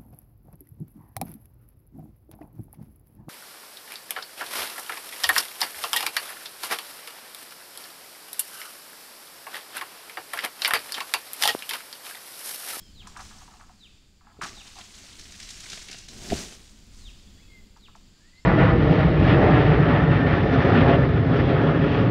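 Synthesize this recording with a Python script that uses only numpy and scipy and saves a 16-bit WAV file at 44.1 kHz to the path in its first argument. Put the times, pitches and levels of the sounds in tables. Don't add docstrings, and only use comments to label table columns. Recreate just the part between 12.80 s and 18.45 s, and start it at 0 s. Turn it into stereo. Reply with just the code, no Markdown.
import sys
import numpy as np
from scipy import signal
from scipy.fft import rfft, irfft, next_fast_len
from scipy.io import wavfile
from scipy.ndimage import uniform_filter1d, map_coordinates

SR = 44100
rng = np.random.default_rng(int(sys.argv[2]) if len(sys.argv) > 2 else 0)


def output_pcm(signal):
    pcm = np.clip(np.atleast_2d(signal).T, -1, 1) * 32767
    wavfile.write(sys.argv[1], SR, np.round(pcm).astype(np.int16))


N = 249165

# frequency in Hz, relative density in dB per Hz.
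FIBRE_SPECTRUM = [(600, -27), (1500, 0.5), (3000, -0.5), (5000, 0.5), (7000, 0.5), (9000, -6), (12000, -15),
                  (15500, -36)]
# time in seconds, friction in dB before each layer's gain.
SLIDE_FRICTION = [(1.72, -62.5), (1.788, -54.5), (2.048, -52.5), (2.514, -53), (2.794, -50.5), (2.95, -47),
                  (3.27, -58.5)]
TEAR_S, TEAR_RISE_S = 1.612, 0.004


def amp(db):
    return 10 ** (np.asarray(db) / 20)


def unit(x):
    return x / np.sqrt(np.mean(x ** 2) + 1e-20)


def along(points, hz):
    f, v = np.transpose(points)
    return np.interp(np.log(hz + 1), np.log(f + 1), v)


def level(rows):
    s, db = np.transpose(rows)
    return amp(np.interp(np.arange(N) / SR, s, db, left=-120, right=-120))


def wobble(rate_hz):
    knots = rng.standard_normal(int(N * rate_hz / SR) + 4)
    return map_coordinates(knots, [np.arange(N) * rate_hz / SR])


def swell(s, rise_s, hold_s, fade_db_per_s):
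    age = np.maximum(np.arange(N) / SR - s, 0)
    return (1 - np.exp(-age / rise_s)) * amp(-fade_db_per_s * np.maximum(age - hold_s, 0))


def filtered(x, response):
    n = x.shape[-1]
    m = next_fast_len(n + SR // 10)
    return irfft(rfft(x, m) * response(np.fft.rfftfreq(m, 1 / SR)), m)[..., :n]


def band(x, centre_hz, octaves):
    return unit(filtered(x, lambda hz: 1 / (1 + (np.log2((hz + 1) / centre_hz) / octaves) ** 2)))


def add(track, s, sound):
    part = track[..., max(round(s * SR), 0):]
    part[..., :sound.shape[-1]] += sound[..., :part.shape[-1]]


def spread(pair, spectrum):
    # frequency in Hz, left-right likeness from 0 to 1.
    likeness = [(50, 0.8), (300, 0.95), (1000, 0.42), (2000, 0.29), (4000, 0.16), (8000, 0.15),
                (13000, 0.12)]

    def response(hz):
        turn = np.arccos(np.clip(along(likeness, hz), -1, 1)) / 2
        return amp(along(spectrum, hz)) * [np.cos(turn), np.sin(turn)]

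    mid, side = filtered(pair, response)
    return unit(np.array([mid + side, mid - side]))


def rush(spectrum):
    return spread(rng.standard_normal((2, N)), spectrum)


def crackle(rate_hz, scatter_db):
    size = amp(scatter_db * np.clip(rng.standard_normal(N), -2, 2))
    hits = rng.random(N) < rate_hz / SR
    return unit(hits * size * rng.standard_normal((2, N)))


def patchy(pair, depth_db):
    z = signal.stft(pair, nperseg=256)[2]
    field = uniform_filter1d(rng.standard_normal(z.shape[1:]), size=11, axis=0)
    field = uniform_filter1d(field, size=3, axis=1)
    return signal.istft(z * amp(depth_db * unit(field)), nperseg=256)[1][:, :N]


def grove(x):
    # frequency in Hz, t60 in seconds.
    decay = [(100, 0.48), (500, 0.91), (1500, 0.62), (5000, 0.92), (12000, 0.37)]
    hz, t, z = signal.stft(rng.standard_normal((2, SR)), SR, nperseg=256)
    tail = signal.istft(z * amp(-60 * t / along(decay, hz)[:, None]), SR, nperseg=256)[1]
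    tail = tail * (1 - np.exp(-np.arange(tail.shape[1]) / SR / 0.0013))
    return signal.fftconvolve(np.atleast_2d(x), tail / np.linalg.norm(tail[0]), axes=1)[:, :N]


def ports(x):
    # frequency in Hz, left-over-right balance in dB.
    balance = [(100, 1.5), (700, 2), (2400, 2), (3600, 3.5), (6200, 7.5), (7700, -0.5), (9500, -3),
               (14000, 0.5)]
    lag_s = 1.5 / SR

    def port(hz, side):
        return amp(side * along(balance, hz) / 2) * np.exp(1j * np.pi * side * hz * lag_s)

    return filtered(x, lambda hz: np.array([port(hz, side) for side in (1, -1)]))


def plantation(insect_db=-59.5, wind_db=3, engine_db=-8, engine_hz=200, throb_hz=13.0):
    # time in seconds, level in dB of wind and engine before their gains.
    background = [(0, -55), (.45, -52), (.95, -59.5), (1.45, -61), (1.75, -56), (2.2, -57), (2.5, -54),
                  (3.0, -54.5), (4.65, -54), (5.3, -58.5), (5.65, -64.5)]
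    # time in seconds, half width in seconds, level in dB before port gains.
    buffet_rows = [(2.41, .05, -48), (4.135, .03, -41), (4.2, .03, -42), (4.27, .035, -37)]
    # frequency in Hz, relative density in dB per Hz.
    insect_spectrum = [(200, 13), (500, -3), (1000, -1), (2000, 0), (3400, 4), (4000, 2.5), (4750, 7.5),
                       (5600, -3), (6400, -2.5), (7200, 6), (8200, -4.5), (9500, -11.5), (12000, -16),
                       (15500, -26)]
    # frequency in Hz, relative density in dB per Hz.
    wind_spectrum = [(10, -1.5), (25, 3), (55, -3), (90, -6), (140, -16), (230, -20), (330, -20.5),
                     (500, -26.5), (1500, -44)]
    buffet_spectrum = [(15, 5.0), (40, 11), (90, -16), (300, -23.0), (1000, -72)]

    t, low = np.arange(N) / SR, level(background)
    insects = amp(insect_db + 2.26 * wobble(3.565)) * ports(rush(insect_spectrum))
    wind = amp(wind_db + 0.66 * wobble(11.0)) * low * rush(wind_spectrum) * amp([[1.5], [-1.5]])
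    gusts = sum(amp(db) * np.exp(-((t - s) / width_s) ** 2) for s, width_s, db in buffet_rows)
    buffets = gusts * rush(buffet_spectrum) * amp([[3], [-13]])
    throb = 1 + .6 * np.sin(2 * np.pi * throb_hz * t + .5 * wobble(2))
    exhaust = [(engine_hz / 2, -25), (engine_hz * 0.78, -10), (engine_hz, 0),
               (engine_hz * 1.21, -8), (engine_hz * 2, -24), (2000, -80)]
    engine = amp(engine_db) * low * throb * rush(exhaust)
    return insects + wind + buffets + engine


def whistle(hz, gain, waver=0.0066, flutter_db=3.5):
    u = np.linspace(0, 1, len(hz))
    knots = rng.standard_normal((2, len(u) // 200 + 2))
    drift, flutter = [np.interp(u, np.linspace(0, 1, len(k)), k) for k in knots]
    phase = 2 * np.pi * np.cumsum(hz * (1 + waver * drift)) / SR
    return np.sqrt(2) * gain * amp(flutter_db * flutter) * np.sin(phase)


def birds(dry_db=-2, slur_echo_db=-3.0, other_echo_db=-8):
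    # start in seconds, length in seconds, level in dB before the mix gains.
    slur_rows = [(0.124, 0.11, -48), (0.959, 0.12, -51.5), (1.715, .112, -46.5), (4.186, .12, -48),
                 (4.987, 0.091, -50.5)]
    # start in seconds, length in seconds, start in Hz, end in Hz, level in dB before mix.
    note_rows = [(0, 0.12, 3340, 3050, -62.5), (0, 0.12, 5300, 5000, -61), (4.365, 0.052, 4980, 5170, -63),
                 (4.413, 0.46, 3425, 3320, -68), (4.574, 0.062, 1740, 2560, -66),
                 (4.618, 0.053, 2580, 2620, -65), (4.68, 0.14, 2170, 2030, -57.5),
                 (5.29, 0.12, 1515, 1620, -75), (5.393, 0.12, 1630, 2015, -64),
                 (5.519, 0.1, 1965, 2130, -59.5), (5.553, 0.057, 3700, 4900, -62),
                 (5.585, .065, 5200, 5350, -70)]
    top_hz, knee_hz, end_hz = 4700, 3564, 2250
    knee_share, swell_db, fade_db = .67, 25, 10

    slurs, others = np.zeros(N), np.zeros(N)
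    for s, length_s, db in slur_rows:
        u = np.linspace(0, 1, round(length_s * SR))
        pitch_hz = np.interp(u, [0, knee_share, 1], [top_hz, knee_hz, end_hz])
        shape_db = np.interp(u, [0, knee_share, 1], [-swell_db, 0, -fade_db])
        add(slurs, s, whistle(pitch_hz, amp(db + shape_db)))
    for s, length_s, from_hz, to_hz, db in note_rows:
        u = np.linspace(0, 1, round(length_s * SR))
        arch = np.sqrt(np.abs(np.sin(np.pi * u)))
        add(others, s, whistle(from_hz + (to_hz - from_hz) * u, amp(db) * arch))
    direct = amp(dry_db) * (slurs + others) * amp([[1.5], [-1.5]])
    return direct + grove(amp(slur_echo_db) * slurs + amp(other_echo_db) * others)


def tear():
    return swell(TEAR_S, TEAR_RISE_S, hold_s=.055, fade_db_per_s=150)


def fall(lead_s=0):
    drop_s, crash_s = 3.28, 3.578
    swell_db_per_s, fade_db_per_s = 66, 110
    t = np.arange(N) / SR
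    late = t - (crash_s - lead_s)
    return (t > drop_s) / np.hypot(amp(-swell_db_per_s * late), amp(fade_db_per_s * late))


def leaflets(slide_db=4, tear_db=-43, crash_db=-33, clump_db=-0.17):
    # time in seconds, level in dB.
    shakes = [(-.05, -58.5), (.25, -57), (.37, -46.5), (.54, -55.5), (3.58, -45.5), (4.11, -52)]
    # frequency in Hz, relative density in dB per Hz.
    leaflet_spectrum = [(400, -16), (700, -17.5), (1000, -11), (2000, -9), (3200, -5), (5000, -5),
                        (7000, -4.5), (8500, -8.5), (10000, -15.5), (12000, -21), (15500, -30)]
    rise_s, hold_s, fade_db_per_s = 0.028, 0.028, 34

    clumps = amp(clump_db * wobble(130) + 0.66 * wobble(25.12))
    flicks = clumps * (crackle(5000, scatter_db=3) + rng.standard_normal((2, N)))
    moves = [amp(db) * swell(s, rise_s, hold_s, fade_db_per_s) for s, db in shakes]
    moves += [amp(tear_db) * tear(), amp(slide_db) * level(SLIDE_FRICTION), amp(crash_db) * fall()]
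    return np.linalg.norm(moves, axis=0) * spread(patchy(flicks, depth_db=1.5), leaflet_spectrum)


def pole_modes(hz):
    # frequency in Hz, width in Hz, gain in dB.
    resonances = [(744, 150, 6), (1021, 10, 3), (1150, 6.8, 3), (1291, 25, 4.5), (1410, 25, -24),
                  (1668, 26, 6), (1960, 33, -22), (2720, 130, 0)]
    return sum(amp(db) * 1j * hz * w / (c * c - hz * hz + 1j * hz * w) for c, w, db in resonances)


def scrape(catch_db=3, catch_rate_hz=70, low_hz=750, high_hz=1700):
    # start in seconds, length in seconds, level in dB.
    strokes = [(0.213, 0.16, -58.5), (0.365, 0.046, -54), (.5, 0.21, -59.5), (0.717, 0.17, -63.5),
               (1.426, 0.44, -62.5)]
    rise_s, fade_db_per_s = 0.012, 153

    def response(hz):
        return (0.97 + pole_modes(hz)) / (1 + (low_hz / (hz + 1)) ** 6) / (1 + (hz / high_hz) ** 4)

    catches = crackle(1500, scatter_db=0.0) * amp(catch_db * wobble(catch_rate_hz))
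    buzz = filtered(catches[0], response)
    return unit(buzz) * sum(amp(db) * swell(s, rise_s, length_s, fade_db_per_s) for s, length_s, db in strokes)


def snaps(gain_db=-6.5, crack_t60_s=0.022, attack_s=0.0014, octaves=1.25):
    # time in seconds, level in dB before gain_db, centre in Hz.
    snap_rows = [(0.2713, -31, 7000), (0.37, -32.5, 7040), (.406, -38, 6000), (1.618, -28.5, 7000),
                 (1.636, -26, 6000), (1.652, -40, 3500), (1.662, -38, 5500), (1.986, -31, 6000),
                 (2.394, -28, 5000), (2.521, -30, 4500), (2.6, -25.5, 3800), (2.628, -26.5, 3800),
                 (2.689, -24.5, 5000), (2.704, -25, 5500), (2.803, -27, 5500), (2.837, -31, 4500),
                 (2.899, -22.5, 4800), (2.918, -26, 3500), (2.93, -24, 4000), (3.084, -26.5, 3000),
                 (3.112, -25, 6020), (3.128, -25, 3000), (3.184, -29, 6100), (3.285, -25.5, 5000),
                 (4.97, -45, 4500), (5.158, -43, 5900)]
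    out, t = np.zeros((2, N)), np.arange(SR // 10) / SR
    fibres = spread(patchy(rng.standard_normal((2, N)), depth_db=-0.5), FIBRE_SPECTRUM)
    splinters = .35 * amp(-60 * t / .06)
    shape = (amp(-60 * t / crack_t60_s) + splinters) * (1 - np.exp(-t / attack_s))
    for s, db, centre_hz in snap_rows:
        piece = fibres[:, round(s * SR):][:, :len(t)]
        add(out, s, amp(db + gain_db) * shape * band(piece, centre_hz, octaves))
    return out


def pole(travel_s=0.015, octaves=0.35, ring_db=6, gain_db=0, rattle_t60_s=0.062):
    # time in seconds, direct chirp's peak in dB, centre in Hz, rattle share.
    knock_rows = [(.273, -40.5, 1130, 0.53), (.368, -35, 1200, 0.54), (0.3968, -38, 1260, 0.39),
                  (0.4022, -38, 1200, 0.4), (0.512, -47.5, 1360, 1), (0.615, -49, 1070, .7),
                  (.68, -47, 980, 0.52), (.74, -49.5, 980, 0.67), (.813, -43, 1310, 0.54),
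                  (0.896, -50, 940, 0.49), (1.412, -55, 1130, .5), (1.472, -50, 1130, .6),
                  (1.6166, -26, 1180, .2), (1.626, -27.5, 1280, 0.3), (1.637, -31, 1450, 0.78),
                  (1.648, -35, 1270, 0.34), (1.654, -33, 1150, 0.5), (1.772, -53.5, 865, .57),
                  (1.958, -50.5, 774, 0.97), (1.984, -43.5, 950, .8), (4.965, -51.5, 980, 0.6),
                  (5.085, -50, 1120, .5), (5.154, -43.5, 900, .28)]
    out, t = np.zeros(N), np.arange(SR // 4) / SR
    hz = np.fft.rfftfreq(len(t), 1 / SR) + 1
    lead_s = .03
    delay_s = travel_s * (np.sqrt(1000 / hz) - np.sqrt(1000 / 1200))
    modes = pole_modes(hz)
    for s, db, centre_hz, rattle in knock_rows:
        path = rng.uniform(.7, 1.15)
        chirp = np.exp(-2j * np.pi * np.cumsum(lead_s + path * delay_s) * SR / len(t))
        colour = 1 / (1 + (np.log2(hz / centre_hz) / octaves) ** 2) ** 0.73
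        colour = colour / (1 + (650 / hz) ** 7) / (1 + (hz / 3300) ** 8)
        joints = rng.standard_normal(len(t)) * amp(-60 * t / rattle_t60_s) * (1 - np.exp(-t / 0.0033))
        echoes = rfft(joints / np.linalg.norm(joints)) * (.7 + amp(ring_db) * modes)
        peak = np.abs(irfft(colour * chirp)).max()
        knock = irfft(colour * chirp * (1 + 0.14 * modes + rattle * echoes))
        add(out, s - lead_s, amp(db + gain_db) / peak * knock)
    return out


def thud(octaves=0.87, attack_s=0.0009, gain_db=0, soft_hz=900):
    # time in seconds, peak in dB before the final low-pass, centre in Hz.
    blows = [(1.5892, -38, 347), (1.596, -43, 293), (3.513, -22, 260), (3.518, -21, 110), (3.521, -16, 696),
             (3.527, -33, 330), (3.5306, -13, 220)]
    # mode in Hz, level in dB relative to the others, t60 in seconds.
    stalk_modes = [(72, -1, 0.15), (146.4, -11, 0.25), (228, 8, 0.024), (295, -7.5, 0.052),
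                   (389, -2, 0.069), (684, -1, 0.054)]
    out, t = np.zeros(N), np.arange(SR // 2) / SR
    for s, db, centre_hz in blows:
        ring = np.zeros(len(t))
        for hz, mode_db, t60_s in stalk_modes:
            nearness = 1 / (1 + (np.log2(hz / centre_hz) / octaves) ** 2)
            ring += amp(mode_db - 60 * t / t60_s) * nearness * np.sin(2 * np.pi * hz * t)
        ring = ring * (1 - np.exp(-(t / attack_s) ** 2))
        add(out, s, amp(db + gain_db) * ring / np.abs(ring).max())
    return filtered(out, lambda hz: 1 / (1 + (hz / soft_hz) ** 10))


def ribs(slide_db=-5, tear_db=-42, crash_db=-39):
    # time in seconds, level in dB.
    catches = [(1.968, -45), (2.2, -53), (2.6, -48), (2.83, -51), (2.91, -43), (3.08, -49.5), (3.115, -50)]
    # frequency in Hz, relative density in dB per Hz.
    rib_spectrum = [(150, 0.5), (400, -0.5), (520, -9.5), (690, 1), (950, -13.5), (1400, -2.5), (2000, 1),
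                    (3000, -1.5), (5000, -3), (9000, -34)]
    rise_s, hold_s, fade_db_per_s = 0.0071, 0.012, 164

    moves = [amp(db) * swell(s, rise_s, hold_s, fade_db_per_s) for s, db in catches]
    moves += [amp(tear_db) * tear(), amp(slide_db) * level(SLIDE_FRICTION), amp(crash_db) * fall()]
    rubbing = amp(4.1 * wobble(90)) * crackle(2500, scatter_db=2.5)
    return np.linalg.norm(moves, axis=0) * spread(rubbing, rib_spectrum)


def air(sag_db=-54, fall_db=-36):
    # frequency in Hz, relative density in dB per Hz.
    air_spectrum = [(25, 1.5), (80, -2.5), (230, -1), (310, -6.5), (400, -2), (490, -12), (640, -8.5),
                    (900, -17), (2000, -33)]
    sag = amp(sag_db) * swell(TEAR_S, TEAR_RISE_S, hold_s=0.12, fade_db_per_s=85)
    return (sag + amp(fall_db) * fall(lead_s=0.0083)) * rush(air_spectrum)


def slaps(gain_db=1, centre_hz=4200, octaves=0.38, rise_s=0.0028, scatter_db=3, count=80):
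    out, t = np.zeros((2, N)), np.arange(SR // 30) / SR
    shape = t / rise_s * np.exp(1 - t / rise_s)
    fibres = spread(rng.standard_normal((2, N)), FIBRE_SPECTRUM)
    times_s = rng.uniform(SLIDE_FRICTION[0][0], SLIDE_FRICTION[-1][0], count)
    for s, (size, pitch) in zip(times_s, rng.uniform(-0.98, 1, (count, 2))):
        piece = fibres[:, round(s * SR):][:, :len(t)]
        slap = shape * band(piece, centre_hz * 2 ** pitch, octaves)
        add(out, s, amp(gain_db + scatter_db * size) * slap)
    return out * level(SLIDE_FRICTION)


def frond():
    return leaflets() + slaps() + ribs() + air()


def scene():
    knocks, cracks, stalk = pole(), snaps(), thud()
    echoes = grove(amp(-14) * knocks + amp(-2.5) * cracks)
    crown = knocks + scrape() + cracks + frond() + echoes
    thuds = stalk * amp([[1], [-1]]) + amp(-40) * grove(stalk)[0]
    return ports(crown) + thuds + birds() + plantation()


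def record(dry):
    return filtered(dry, lambda hz: hz < 15730)


dry = scene()
out = record(dry)
output_pcm(out)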